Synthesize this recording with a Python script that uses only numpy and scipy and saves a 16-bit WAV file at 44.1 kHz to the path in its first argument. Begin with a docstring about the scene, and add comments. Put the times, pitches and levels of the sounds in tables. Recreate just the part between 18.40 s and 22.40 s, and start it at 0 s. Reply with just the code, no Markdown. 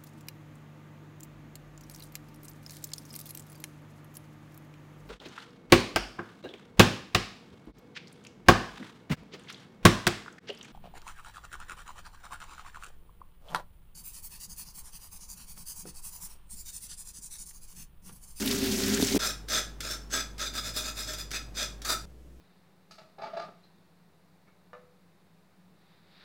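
"""A metal spoon scrapes a radish in short strokes at a steel kitchen sink, heard close, with a brief small-room ring.
Before it a tap runs over the radish and a sponge, and drums on the basin; after it comes a quiet moment with a thud.
Scrapes are dense clicks ringing narrow resonances; water is fizzing clicks, hiss, short bursts and noise through
the basin's resonances. An appliance hums steadily below, at another pitch and level in the quiet moment."""
import sys
import numpy as np
from scipy import signal
from scipy.fft import rfft, irfft
from scipy.io import wavfile

SR = 44100
rng = np.random.default_rng(int(sys.argv[2]) if len(sys.argv) > 2 else 0)


def attenuation_scalar(level_db):
    """Turn a level in dB into a linear amplitude multiplier (20 dB per decade)."""
    decades = np.asarray(level_db, float) / 20
    return 10 ** decades


def bounce(signal):
    """Save signal as a 16-bit WAV file at the path given by the first command-line argument."""
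    frames = np.transpose(np.atleast_2d(signal))
    limited = np.clip(frames, -1, 1)
    pcm = np.round(limited * 32767).astype(np.int16)
    wavfile.write(sys.argv[1], SR, pcm)


N = 176400

# Colour of the air at the sink and of the water's rumble. Each row: frequency in Hz, relative level in dB per Hz.
AIR_COLOUR = [(60, -48.5), (100, -2.5), (1070, -24), (5000, -40), (16200, -46)]
# Colour of the spoon's rasp and of its landings. Each row: frequency in Hz, relative level in dB per Hz.
RASP_COLOUR = [(200, 0.5), (614, -5), (1060, -26), (1300, 1), (3040, -5.5), (3470, -1.5), (5500, -1.5),
               (9500, -14.5), (16200, -22)]


def rms_one(x):
    """Scale to unit rms."""
    return x / np.sqrt(np.mean(x ** 2) + 1e-20)


def curve(rows):
    """Join (seconds, value) rows by straight lines, one value a sample."""
    s, values = np.transpose(rows)
    return np.interp(np.arange(N) / SR, s, values)


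def between(t0, t1):
    """One from t0 to t1 (s), with 0.3 ms edges."""
    t = np.arange(N) / SR
    return np.clip(np.minimum(t - t0, t1 - t) / 3e-4, 0, 1)


def drift(rate_hz):
    """Slow chance of spread 1: noise through two equal low-pass poles at rate_hz."""
    r = np.exp(-40 * np.pi * rate_hz / SR)  # one value every 20 samples
    chance = rng.standard_normal(N // 20 + 3002)
    slow = signal.lfilter([1], [1, -2 * r, r * r], chance)[3000:]
    return np.interp(np.arange(N) / 20, np.arange(len(slow)), rms_one(slow))


def resonance(x, hz, width_hz):
    """Two-pole peak of gain 1: a fixed ringing mode."""
    r = np.exp(-np.pi * max(width_hz, 5) / SR)
    top = np.array([1, 0, -1]) * (1 - r * r) / 2
    return signal.lfilter(top, [1, -2 * r * np.cos(2 * np.pi * hz / SR), r * r], x + 1e-18)


def gliding(x, hz, width_hz):
    """Peak of gain 1 whose centre follows hz sample by sample: shift down, smooth, shift back."""
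    turn = np.exp(2j * np.pi * np.cumsum(hz) / SR)
    r = np.exp(-np.pi * max(width_hz, 5) / SR)
    return 2 * np.real(turn * signal.lfilter([1 - r], [1, -r], x / turn + 1e-18))


def colour(x, spectrum):
    """Weight a long sound by a spectrum, 60 dB down beyond its ends."""
    hz, db = np.transpose(spectrum)
    grid = np.log(np.arange(len(x) // 2 + 1) * SR / len(x) + 1)
    weight = attenuation_scalar(np.interp(grid, np.log(hz), db, left=-60, right=-60))
    return irfft(rfft(x) * weight, len(x))


def grains(rate, spread_db):
    """Random clicks, rate per second, of uneven size and either sign; rms 1."""
    sizes = attenuation_scalar(spread_db * np.minimum(rng.exponential(1, N), 5)) * rng.choice([-1, 1], N)
    return rms_one(sizes * (rng.random(N) < rate / SR))


def burst(s, db, t60, noise):
    """Noise that rises within 1.6 ms at s and dies away by 60 dB in t60 seconds."""
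    t = np.arange(N) / SR - s
    return noise * np.clip(t / 0.0016, 0, 1) * attenuation_scalar(db - 60 * np.clip(t, 0, 1) / max(t60, .005))


def hum(hz, db):
    """The appliance: a steady low sine of rms db from a random phase."""
    turns = hz * np.arange(N) / SR + rng.random()
    return np.sqrt(2) * attenuation_scalar(db) * np.sin(2 * np.pi * turns)


def air():
    """Steady coloured noise of the air at the sink."""
    return attenuation_scalar(-51.5) * rms_one(colour(rng.standard_normal(N), AIR_COLOUR))


def thud():
    """The radish shifts in the hand: a noise burst rings one low mode."""
    knock = burst(3.695, -17.5, 0.22, rng.standard_normal(N))
    return resonance(knock, 140, 12.0)


def quiet_moment():
    """Coloured noise, a faint hum and the thud."""
    # Colour of the quiet. Each row: frequency in Hz, relative level in dB per Hz.
    quiet_colour = [(65, -19), (130, -8), (400, -16), (1000, -31.5), (16200, -45.5)]
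    still = attenuation_scalar(-57.5) * rms_one(colour(rng.standard_normal(N), quiet_colour))
    return still + hum(61, -52) + thud()


def room(x):
    """The small room: a diffuse noise tail that dies away, the treble sooner."""
    t60_s, tail_db = 0.33, -6
    t = np.arange(SR // 2) / SR
    low = np.convolve(rng.standard_normal(len(t)), [.5, .5], "same")
    high = rng.standard_normal(len(t)) * attenuation_scalar(-40 * t / t60_s)
    tail = (low + high) * attenuation_scalar(-60 * t / t60_s) * np.clip(t / 0.012, 0, 1)
    return attenuation_scalar(tail_db) * signal.fftconvolve(x, tail / np.sqrt(np.sum(tail ** 2)))[:N]


def rumble():
    """Low coloured noise under the running water."""
    return attenuation_scalar(-43.5) * rms_one(colour(rng.standard_normal(N), AIR_COLOUR))


def basin(x, damping):
    """The steel basin's low resonances, wavering as water sloshes over it."""
    # Basin modes. 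Each row: centre in Hz, width in Hz before damping widens or narrows it, relative level in dB.
    basin_modes = [(92, 34, -10), (168, 41, -11.5), (210, 28.6, 3), (257.2, 24.6, 4.5), (397, 21, 1.5),
                   (505, 90, -18)]
    slosh_share, slosh_hz = .012, 8
    out = 0
    for hz, width_hz, db in basin_modes:
        centre = hz * (1 + slosh_share * drift(slosh_hz))
        wide = gliding(x, centre, 2 * damping * width_hz)
        out = out + attenuation_scalar(db) * gliding(wide, centre, damping * width_hz)
    return out


def drumming():
    """The stream is steady noise into the basin modes."""
    return attenuation_scalar(-31) * rms_one(basin(rng.standard_normal(N), 0.86))


def slopping():
    """Water slops onto the basin: single blows, the water's load widening the modes."""
    # Slops. Each row: time in seconds, size of the blow in dB.
    slops = [(0.6, 20), (0.626, 23), (0.748, 23.5), (0.762, 24)]
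    blows = np.zeros(N)
    for s, db in slops:
        blows[int(s * SR)] = attenuation_scalar(db)
    return basin(blows, 2.22)


def squirting():
    """Squirts from the sponge: short noise bursts through broad peaks."""
    # Squirts. Each row: start in seconds, burst level in dB ahead of the peak filter, peak in Hz.
    squirts = [(.058, -17.5, 12200), (0.075, -9, 3970), (0.1105, -7.5, 4400), (0.434, -14, 4400),
               (0.545, -12.5, 6900), (0.624, -8, 4100)]
    noise = rng.standard_normal(N)
    return sum(resonance(burst(s, db, 0.03, noise), hz, 0.24 * hz) for s, db, hz in squirts)


def splashing():
    """Hiss and patchy fizzing bubbles on the skin: clicks dealt among 20 short rings, bass to treble."""
    # Flow of water. Each row: time in seconds, splash level in dB.
    flow = [(.04, -36), (.09, -31.5), (.19, -37), (.28, -32.5), (.38, -35), (.46, -32.5)]
    # Colour of the splash. 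Each row: frequency in Hz, relative level in dB per Hz.
    splash_colour = [(600, -12), (1100, -13), (1500, -4), (6000, 3), (9500, -3.5), (16200, -4)]
    fizz_db, cycles = -5.5, 2.9  # bubble clicks against hiss; decay of a ring in cycles
    clicks = grains(1100 * attenuation_scalar(5.7 * drift(36)), 4.5)
    dealt = rng.integers(0, 20, N)
    patches = [attenuation_scalar(3 * drift(24)) for _ in range(7)]  # neighbouring bands swell together
    hiss = 0.28 * rng.standard_normal((2, N))
    fizz = 0
    for k, hz in enumerate(np.geomspace(700, 17000, 20)):
        drive = attenuation_scalar(fizz_db) * clicks * (dealt == k) + hiss[k % 2]
        ring = resonance(drive, hz, 2 * hz / cycles / np.pi)
        fizz = fizz + patches[k // 3] * ring / np.sqrt(hz)
    drops = 0.32 * grains(900, 5.0)
    return attenuation_scalar(curve(flow)) * rms_one(colour(rms_one(fizz) + drops, splash_colour))


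def washing():
    """The tap over radish, sponge and basin."""
    return splashing() + squirting() + drumming() + slopping() + rumble()


def landing():
    """The spoon lands on the skin: sharp bursts of treble-lifted rasp noise."""
    # Landings. Each row: time in seconds, level in dB.
    taps = [(0.7924, -36), (1.0843, -33.5), (1.4043, -31), (1.9803, -41.5), (2.9057, -42), (2.9134, -33.5),
            (3.4173, -40), (3.4482, -33.5)]
    crack = colour(rng.standard_normal(N), RASP_COLOUR)
    crack = rms_one(signal.lfilter([1, -.5], [1], crack))
    return sum(burst(s, db, 0.065, crack) for s, db in taps)


def stroke_pressure(t, length):
    """Pressure of one stroke, a bell peaking at t = 0, its rise quicker than its fall."""
    rise, fall = 0.45 * length, 0.55 * length
    phase = np.clip(np.where(t < 0, t / rise, t / fall), -1, 1)
    return np.cos(np.pi / 2 * phase) ** 2.18


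def scraping():
    """Each stroke drags the edge over the skin: dense catches ring spoon and radish, gripped differently each time."""
    # Strokes. Each row: time of most pressure in seconds, pressure in dB, length in seconds,
    # singing edge in Hz before it wanders, sizzle lift in dB (a steeper spoon sizzles more and its edge sings louder).
    strokes = [(0.817, -28.5, 0.083, 5100, 7.5), (0.86, -28, 0.087, 5240, 10),
               (0.899, -32.5, 0.057, 5580, 7), (1.145, -24, 0.17, 5100, 5), (1.451, -32, 0.08, 5100, 6),
               (1.513, -32.5, 0.12, 5430, 8), (1.746, -28.5, 0.12, 5070, 5.5), (1.799, -35, 0.1, 5020, 7),
               (2.015, -29, 0.096, 5100, 5), (2.068, -34, 0.052, 4835, 9.5), (2.168, -32, 0.11, 4970, 7),
               (2.263, -33.5, 0.13, 5120, 9), (2.378, -32.5, 0.12, 5180, 14), (2.471, -33, 0.13, 5010, 8.5),
               (2.599, -35.5, 0.15, 5170, 11.5), (2.694, -35, 0.11, 5320, 7.5),
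               (2.741, -34, 0.036, 4930, 7.5), (2.8, -38.5, 0.09, 5020, 11.5),
               (2.953, -29.5, 0.08, 5020, 6), (3.203, -30, 0.16, 5090, 6), (3.463, -31, 0.062, 4600, 8),
               (3.509, -25, 0.11, 4900, 10.5)]
    # Modes of spoon and radish. Each row: centre in Hz before grip and wander, width in Hz, relative level in dB.
    modes = [(611, 55, -13), (1308, 40, 0), (1610, 95, -11), (2490, 95, -5.5), (3390, 31, -4.5),
             (3590, 143, -1), (8860, 120, -15), (12200, 82, -15), (6090, 180, -7), (6730, 90, -4.5),
             (7640, 79, -8)]
    # Firmness of hold: it damps the spoon and lets the radish ring. Each row: time in seconds,
    # dB gained by the modes below heft_hz and lost by those above and by the edge.
    heft_rows = [(1.2, 2), (2.2, 0.5), (3.25, 0), (3.47, 3.5)]
    heft_hz, sizzle_hz = 2000, 8300
    rasp_db, spoon_db, edge_db, edge_width_hz = -7, 12.5, -3.5, 56
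    grip_spread_db, grip_shift = 2, .007  # chance level and share of pitch, drawn per stroke and mode
    wander_share, wander_hz, flicker_db = 0.011, 23.4, 1  # modes drift and swing as the contact moves

    catches = grains(5000, 2.5) * attenuation_scalar(1.5 * drift(38))  # uneven catches with judder
    rasp = rms_one(colour(catches, RASP_COLOUR))
    sizzle = signal.sosfilt(signal.butter(2, sizzle_hz, "high", fs=SR, output="sos"), rasp)
    grips = rng.standard_normal((len(strokes), len(modes), 2))
    wander = [1 + wander_share * drift(wander_hz) for _ in range(len(modes) + 1)]  # the last is the edge's
    flicker = [attenuation_scalar(flicker_db * drift(wander_hz)) for _ in modes]
    heft_db = curve(heft_rows)
    out = np.zeros(N)
    for (s, db, length, edge_hz, sizzle_db), grip in zip(strokes, grips):
        i = int((s - 0.45 * length) * SR)
        t = np.arange(i, i + int(length * SR) + 4000) / SR - s  # 4000 samples let the modes ring out
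        span = slice(i, i + len(t))
        heft = heft_db[int(s * SR)]
        pressure = attenuation_scalar(db) * stroke_pressure(t, length)
        drive = pressure * catches[span]
        edge_gain = attenuation_scalar(edge_db + 0.72 * sizzle_db - heft)
        rings = edge_gain * gliding(drive, edge_hz * wander[-1][span], edge_width_hz)
        for k, (hz, width_hz, level_db) in enumerate(modes):
            gain = attenuation_scalar(level_db + grip_spread_db * grip[k, 0] + heft * np.sign(heft_hz - hz))
            centre = hz * (grip_shift * grip[k, 1] + wander[k][span])
            rings += (-1) ** k * gain * gliding(drive * flicker[k][span], centre, width_hz)
        lift = attenuation_scalar(sizzle_db) * flicker[-1][span] - 1
        rough = pressure * (rasp[span] + lift * sizzle[span])
        out[span] += attenuation_scalar(spoon_db) * rings + attenuation_scalar(rasp_db) * rough
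    return out + landing()


def scene():
    """The three moments, cut one after the other, with air and hum alone in the gap before the spoon."""
    wash_end_s, scrape_start_s, scrape_end_s = .778, .791, 3.655
    spoon = scraping()
    mix = hum(50.9, -45.5) * between(-1, scrape_end_s)
    mix += air() * between(wash_end_s, scrape_end_s)
    mix += quiet_moment() * between(scrape_end_s, 5)
    mix += washing() * between(-1, wash_end_s)
    mix += (spoon + room(spoon)) * between(scrape_start_s, scrape_end_s)
    return mix[None]


def roll_off(x):
    """The treble ends steeply here."""
    return signal.sosfilt(signal.butter(12, 15900, fs=SR, output="sos"), x)


def record(dry):
    """The microphone signal with a small steady offset."""
    mix = dry - .0016
    return roll_off(mix)


dry = scene()
out = record(dry)
bounce(out)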